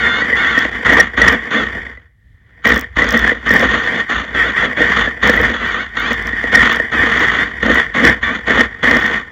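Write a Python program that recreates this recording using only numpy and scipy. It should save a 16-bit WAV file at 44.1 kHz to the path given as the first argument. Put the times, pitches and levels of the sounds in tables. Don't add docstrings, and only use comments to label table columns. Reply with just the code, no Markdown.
import sys
import numpy as np
from scipy import signal
from scipy.fft import rfft, irfft, next_fast_len
from scipy.io import wavfile
from scipy.ndimage import map_coordinates

SR = 44100
rng = np.random.default_rng(int(sys.argv[2]) if len(sys.argv) > 2 else 0)


def attenuation_scalar(level_db):
    decades = np.asarray(level_db, float) / 20
    return 10 ** decades


def transcribe(u):
    v = np.clip(np.atleast_2d(u).T, -1, 1)
    q = np.round(v * 32767).astype(np.int16)
    wavfile.write(sys.argv[1], SR, q)


N = 410571

# (time [s], lug rate [Hz], mount hum [dB])
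LUGS_AND_HUM = [(0.0, 66.6, -36), (0.26, 60.66, -38), (1.3, 59.6, -29), (1.5, 54.8, -51.5),
                (1.81, 61.2, -26), (2.57, 70.04, -60.5), (2.75, 60.65, -29), (3.89, 58.2, -33.5),
                (4.07, 66.63, -50.5), (4.17, 60.6, -30.5), (4.67, 55.9, -37), (5.37, 62.5, -29.5),
                (5.73, 56.9, -34.5), (6.33, 55.57, -27), (6.71, 58.2, -38), (7.23, 60.5, -34),
                (9.08, 60.05, -35), (9.31, 55.7, -41)]
# (clutch bite [s], length [s], first motor effort [dB], last effort [dB], ground roughness [dB])
THROTTLE_BURSTS = [(-.1, .31, -26, -25, -3.5), (0.371, 0.25, -24.5, -27.5, -4.5),
                   (0.857, 0.16, -23, -26.5, 1), (1.176, 0.15, -24, -25, 0.5),
                   (1.51, .115, -26.5, -26, -1.5), (2.653, 0.12, -19, -29.5, 3),
                   (2.969, 0.32, -27.5, -27.5, 2), (3.463, 0.54, -27, -31, 1.5),
                   (4.096, .11, -28.5, -30, -1), (4.347, 0.16, -27, -27.5, -2),
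                   (4.564, 0.093, -26.5, -25, -0.5), (4.772, 0.28, -26.5, -25.5, 0),
                   (5.231, 0.28, -24, -28.5, 2), (5.545, .27, -30, -29.5, -2),
                   (5.97, 0.14, -28.5, -25, -3.5), (6.182, 0.29, -41, -39, -1),
                   (6.529, .22, -22.5, -26.5, 1.5), (6.923, 0.51, -27.5, -27.5, 0.5),
                   (7.628, 0.17, -27.5, -24.5, 2), (7.949, 0.15, -26, -26, 3), (8.228, .12, -26.5, -32, -2),
                   (8.471, 0.13, -28, -24.5, 2), (8.835, 0.35, -22.5, -34, 2)]
# (centre [Hz], width [Hz], level [dB])
PANEL_MODES = [(232.4, 40.2, -4), (301.5, 88, -7), (478.7, 45.6, 2.5), (633.5, 147, -2)]
# (centre [Hz], width [Hz], level [dB])
GEARBOX_MODES = [(1152, 191, 4.5), (1432, 168.6, 9), (2900, 257, -6), (3442, 307, -4), (4424, 290, -15.5),
                 (6090, 830, -19), (6850, 486, -16.5), (9200, 180, -32.5), (11300, 400, -40.5)]
BURIED_DB = -5.5


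def unit(x):
    return x / np.sqrt(np.mean(x ** 2) + 1e-20)


def along(points, hz):
    f, v = np.transpose(points)
    return np.interp(np.log(hz + 1), np.log(f + 1), v)


def curves(rows):
    s, *cols = np.transpose(rows)
    return [np.interp(np.arange(N) / SR, s, c) for c in cols]


def wobble(rate_hz):
    knots = np.clip(rng.standard_normal(int(N * rate_hz / SR) + 4), -2.5, 1.7)
    return map_coordinates(knots, [np.arange(N) * rate_hz / SR])


def filtered(x, response):
    m = next_fast_len(N + SR // 2)
    return irfft(rfft(x, m) * response(np.fft.rfftfreq(m, 1 / SR)), m)[..., :N]


def resonance(f, centre_hz, width_hz):
    damping = 1j * f * width_hz
    return damping / (centre_hz ** 2 - f * f + damping)


def ringing(x, modes):
    # (frequency [Hz], level [dB])
    port = [(20, -16.5), (120, 22), (2100, -16), (2500, -4.5), (3700, -8), (7200, -12.5), (8000, -17.5),
            (11000, -17.5), (16000, -19.5)]

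    def response(f):
        body = sum((-1) ** k * attenuation_scalar(db) * resonance(f, centre_hz, width_hz)
                   for k, (centre_hz, width_hz, db) in enumerate(modes))
        return body * attenuation_scalar(along(port, f))

    return filtered(x, response)


def bursts(times_s, levels_db, t60_s):
    starts = np.zeros(N)
    np.add.at(starts, np.clip(np.round(times_s * SR).astype(int), 0, N - 1), attenuation_scalar(levels_db))
    t = np.arange(SR // 20) / SR
    return signal.fftconvolve(starts, attenuation_scalar(-60 * t / t60_s))[:N] * rng.standard_normal(N)


def lug_turns():
    return np.cumsum(curves(LUGS_AND_HUM)[0]) / SR


def throttle():
    # (time [s], level [dB])
    coasting = [(0, -41.5), (.3, -36.5), (.75, -40.5), (1.12, -44), (1.45, -40.5), (1.86, -45.5),
                (1.99, -62), (2.2, -89), (2.51, -67.5), (2.92, -64.5), (3.4, -46), (4.07, -49), (4.4, -39),
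                (5.19, -49.5), (6.3, -42.5), (6.9, -42), (7.9, -45), (9.31, -53.5)]
    bite_s, rise_db_per_s, fall_db_per_s = -0.00069, 1500, 262.5
    slack_db_per_s = 699.5
    lurch_db, lurch_peak_s, gentle_db = 2, 0.069, 5
    cavity_over_db, chassis_over_db, chassis_grows = 10.5, 2.5, 1.41

    t = np.arange(N) / SR
    coast_db, = curves(coasting)
    power = attenuation_scalar(2 * (coast_db + np.array([[0], [17.5], [7]])))
    for start, length, first_db, last_db, rough_db in THROTTLE_BURSTS:
        near = slice(max(0, int((start - .1) * SR)), int((start + length + .4) * SR))
        u = t[near] - start
        effort_db = np.interp(u, [0, length], [first_db, last_db])
        effort_db = effort_db - rise_db_per_s * np.maximum(bite_s - u, 0)
        effort_db = effort_db - fall_db_per_s * np.maximum(u - length, 0)
        suddenness = np.clip(2.5 + (first_db - last_db) / gentle_db, 0, 1)
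        lurch = np.maximum(u, 0) / lurch_peak_s * np.exp(1 - u / lurch_peak_s)
        shake_db = rough_db + lurch_db * suddenness * lurch - slack_db_per_s * np.maximum(-u, 0)
        power[:, near] += attenuation_scalar(2 * np.array([effort_db, effort_db + cavity_over_db + shake_db,
                                            effort_db + chassis_over_db + chassis_grows * shake_db]))
    return 10 * np.log10(power)


def shaking(lug_db, lumpy_db):
    times_s = np.flatnonzero(np.diff(np.floor(lug_turns()))) / SR
    chance = np.clip(rng.standard_normal((len(times_s), 2)), -2, 1.4)
    slaps = bursts(times_s + .003 * chance[:, 0], 2.5 * chance[:, 1], t60_s=.035)
    teeth = attenuation_scalar(lumpy_db * wobble(140)) * rng.standard_normal(N)
    return unit(teeth) + attenuation_scalar(lug_db) * unit(slaps)


def drivetrain(gear_db, cavity_db, chassis_db, clear_db):
    # (centre [Hz], width [Hz], level [dB])
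    cavity_modes = [(1844, 102.2, 3), (2067, 200.4, -5.5)]
    force = shaking(lug_db=-6.0, lumpy_db=3) * attenuation_scalar(1.68 * wobble(25))
    noise = rng.standard_normal(N)
    smooth = .6 * (1 - clear_db / BURIED_DB)
    force = np.sqrt(1 - smooth) * force + np.sqrt(smooth) * noise

    evenness = attenuation_scalar(-.55 * (clear_db + 9))
    shells = [(GEARBOX_MODES, attenuation_scalar(gear_db + 8.5) * evenness),
              (cavity_modes, attenuation_scalar(cavity_db + 2.2 * wobble(14))),
              (PANEL_MODES, attenuation_scalar(chassis_db + 1.5 * wobble(7.2) + 2.65 * wobble(30)))]
    return sum(ringing(force * gain, modes) / np.std(ringing(noise, modes)) for modes, gain in shells)


def meshing():
    # (time [s], tooth-mesh rate [Hz])
    songs = [
        [(0, 744), (.04, 707), (.128, 703), (.164, 709), (.21, 745)],
        [(.39, 705), (.415, 737), (.46, 655), (.507, 740), (.545, 670), (.583, 643), (.61, 680)],
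        [(1.33, 605), (1.36, 545), (1.39, 530)],
        [(1.555, 660), (1.577, 722), (1.6, 670)],
        [(3.9, 760), (3.925, 800)],
        [(4.36, 650), (4.39, 678), (4.42, 620), (4.475, 745)],
        [(4.565, 580), (4.593, 705)],
        [(4.78, 560), (4.81, 715)],
        [(5.63, 660), (5.645, 668), (5.68, 788), (5.7, 780)],
        [(5.765, 578), (5.805, 730), (5.83, 740)],
        [(6.005, 700), (6.03, 778), (6.05, 760)],
        [(6.96, 640), (7.0, 560)],
        [(7.41, 700), (7.44, 715)],
        [(8.245, 590), (8.295, 560), (8.325, 610)],
    ]
    clears_s = .035
    t = np.arange(N) / SR
    away_s = np.min([np.maximum(song[0][0] - t, t - song[-1][0]) for song in songs], axis=0)
    return curves(sum(songs, []))[0], BURIED_DB * np.clip(away_s / clears_s, 0, 1)


def orders(hz, table):
    turns = np.cumsum(hz) / SR
    return sum(attenuation_scalar(db + 2 * wobble(40)) * np.sin(2 * np.pi * (k * turns + rng.random())) for k, db in table)


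def whine(gear_db, mesh_hz, clear_db):
    # (multiple of mesh rate, level [dB])
    mesh_orders = [(1, -8), (2, 0), (3, 1), (4, 2.5), (5, 2), (6, -2), (7, -9)]
    # (multiple of sprocket rate, level [dB])
    sprocket_orders = [(2, -15), (3, -7), (4, 2), (5, -7)]
    # (frequency [Hz], level [dB])
    whine_path = [(500, -20.5), (1100, 4), (1500, 4.5), (2200, 3.5), (2750, -12.5), (3500, 2), (3900, -20),
                  (4600, -11), (8000, -37.5)]
    sprocket_hz = 386.8
    hunting = clear_db / BURIED_DB
    mesh = orders(mesh_hz * np.exp(.11 * hunting * wobble(17) + .003 * wobble(90)), mesh_orders)
    sprocket = orders(sprocket_hz * np.exp(0.018 * hunting * wobble(17) + 0.0055 * wobble(30)),
                      sprocket_orders)
    song = attenuation_scalar(clear_db + gear_db) * (attenuation_scalar(.5) * mesh + attenuation_scalar(-2) * sprocket)
    return filtered(song, lambda f: attenuation_scalar(along(whine_path, f)))


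def jolts():
    # (time [s], peak [dB])
    hard_jolts = [(0.218, -4), (0.2807, -7), (0.3254, -4.5), (.5748, 3.5), (0.651, 2.5), (0.8926, 3),
                  (0.9963, 1.5), (1.2153, 8), (1.9727, -22.5), (2.6678, 5), (2.7655, -2.5), (3.0183, 2.5),
                  (3.1682, 0.5), (3.291, -1), (3.3167, -0.5), (3.5051, 5), (3.8729, 0.5), (4.1273, -4),
                  (4.633, -1), (4.986, -1.5), (5.0737, -3), (5.2936, 9), (5.3744, 3.5), (6.33, -4.5),
                  (6.4393, -1), (6.573, 3), (6.7978, -0.5), (7.0307, 4), (7.7708, -1.5), (8.8721, 2.5)]
    bite_db = 17.5
    bites = [(start, first_db + rough_db + bite_db)
             for start, _, first_db, _, rough_db in THROTTLE_BURSTS[1:]]
    times_s, levels_db = np.transpose(hard_jolts + bites)
    notes, t = np.zeros(N + SR), np.arange(SR // 20) / SR
    chance = rng.standard_normal((len(times_s), 2))
    for start, level_db, (detune, spread) in zip(times_s, levels_db, chance):
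        t60_s = 0.05 * np.exp(0.41 * spread)
        swell = (1 - np.exp(-t / 0.0021)) * attenuation_scalar(-60 * t / t60_s)
        note = np.sin(2 * np.pi * 1870 * (1 + 0.036 * detune) * t)
        notes[round(start * SR):][:len(t)] += attenuation_scalar(level_db + 0.5) * swell * note
    chatter = bursts(times_s, levels_db, t60_s=0.02)
    return notes[:N] + attenuation_scalar(-1.5) * ringing(chatter, GEARBOX_MODES) + attenuation_scalar(5.5) * ringing(chatter, PANEL_MODES)


def mount(chassis_db):
    swing = np.sqrt(2) * np.sin(2 * np.pi * lug_turns() + 1.1 * wobble(18))
    rumble_db = [(20, -29.5), (40, -6.0), (90, 9.5), (150, -12.0), (300, -56.0)]  # (Hz, dB)
    rumble = filtered(rng.standard_normal(N), lambda f: attenuation_scalar(along(rumble_db, f)))
    follow_db = 0.61 * (np.maximum(chassis_db, -45) + 27)
    hum_db = curves(LUGS_AND_HUM)[1] + follow_db + 3.9 * wobble(18)
    return attenuation_scalar(hum_db) * (swing + attenuation_scalar(-6) * unit(rumble))


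def ticks(chassis_db):
    # (first touch [s], touches, gap [s], last peak [dB])
    tick_runs = [(0.59, 1, 0, -17), (0.936, 1, 0, -20.5), (0.9976, 1, 0, -24.5), (1.222, 1, 0, -29.5),
                 (1.2897, 2, 0.036, -19), (2.676, 2, .0153, -14), (2.744, 5, .0168, -13),
                 (2.9977, 1, 0, -28.5), (3.0431, 1, 0, -26), (3.0899, 3, .0176, -15.5),
                 (3.176, 2, .0172, -18), (3.4932, 3, 0.023, -16.5), (3.5786, 3, .0167, -18),
                 (3.8402, 1, 0, -32), (5.2752, 2, .023, -14), (5.3325, 2, .0318, -24), (5.4148, 1, 0, -20),
                 (5.677, 1, 0, -29), (5.999, 1, 0, -22.5), (6.1314, 1, 0, -19.5), (6.225, 2, 0.046, -24),
                 (6.568, 1, 0, -30.5), (6.727, 2, .0335, -18.5), (7.1943, 1, 0, -23.5), (7.746, 1, 0, -21),
                 (8.0637, 1, 0, -23), (8.8794, 2, .018, -28.5), (8.95, 2, .019, -22),
                 (9.0008, 3, .0314, -23.5), (7.664, 1, 0, -26)]
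    # (centre [Hz], width [Hz], level [dB])
    wall_modes = [(5460, 1400, 0.5), (14700, 2400, -2)]
    grows_db = 2
    stray_share, stray_db, stray_grows = .35, -37.5, 1.8

    touches = [(first + k * gap, last_db - grows_db * (count - 1 - k))
               for first, count, gap, last_db in tick_runs for k in range(count)]
    times_s, levels_db = np.transpose(touches)
    swings = np.flatnonzero(np.diff(np.floor(lug_turns())))
    chance = rng.random((len(swings), 2))
    touching = chance[:, 0] < stray_share
    stray = swings[touching]
    drumming_db = stray_grows * (np.minimum(chassis_db[stray], -15) + 20.5)
    times_s = np.append(times_s, stray / SR)
    levels_db = np.append(levels_db, drumming_db + stray_db - 12 * chance[touching, 1])

    def click(gain_db, t60_s, centre_hz, width_hz, mode_db):
        puffs = bursts(times_s, levels_db + gain_db, t60_s)
        return filtered(puffs, lambda f: attenuation_scalar(mode_db) * resonance(f, centre_hz, width_hz) ** 2)

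    bright = click(13.5, 0.0012, *wall_modes[1])
    wide = click(7.0, 0.00026, 9500, 12000, -8)
    middle = click(20.5, 0.001, *wall_modes[0])
    return bright + wide + middle


def air():
    # (frequency [Hz], level [dB])
    hush_spectrum = [(15, -46), (25, -15.5), (48, 6), (70, 6.5), (108, 5), (175, -7.5), (451, -28.5),
                     (1480, -41), (1840, -13.5), (2550, -41), (3160, -32.5), (4740, -44.5), (16000, -58.5)]
    # (time [s], level [dB])
    breeze = [(0, -42), (2.12, -55), (2.3, -45.5), (2.55, -44), (2.9, -46.5), (9.31, -42.5)]
    hush = filtered(rng.standard_normal(N), lambda f: attenuation_scalar(along(hush_spectrum, f)))
    return attenuation_scalar(curves(breeze)[0] + 1.4 * wobble(4.9)) * unit(hush)


def scene():
    gear_db, cavity_db, chassis_db = throttle()
    mesh_hz, clear_db = meshing()
    vehicle = drivetrain(gear_db, cavity_db, chassis_db, clear_db) + whine(gear_db, mesh_hz, clear_db) + jolts()
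    return (vehicle + mount(chassis_db) + ticks(chassis_db) + air())[None]


def low_pass(x):
    return signal.sosfilt(signal.butter(12, 16890, fs=SR, output="sos"), x)


def record(dry):
    hiss_db, gain_db, top_hz = -80, -1, 15900
    driven = attenuation_scalar(gain_db) * (dry + attenuation_scalar(hiss_db) * rng.standard_normal(dry.shape))
    clipped = driven / (1 + np.abs(driven) ** 10) ** (1 / 10)
    mix = filtered(clipped, lambda f: np.where(f < top_hz, 1, attenuation_scalar(-25)))
    return low_pass(mix)


dry = scene()
out = record(dry)
transcribe(out)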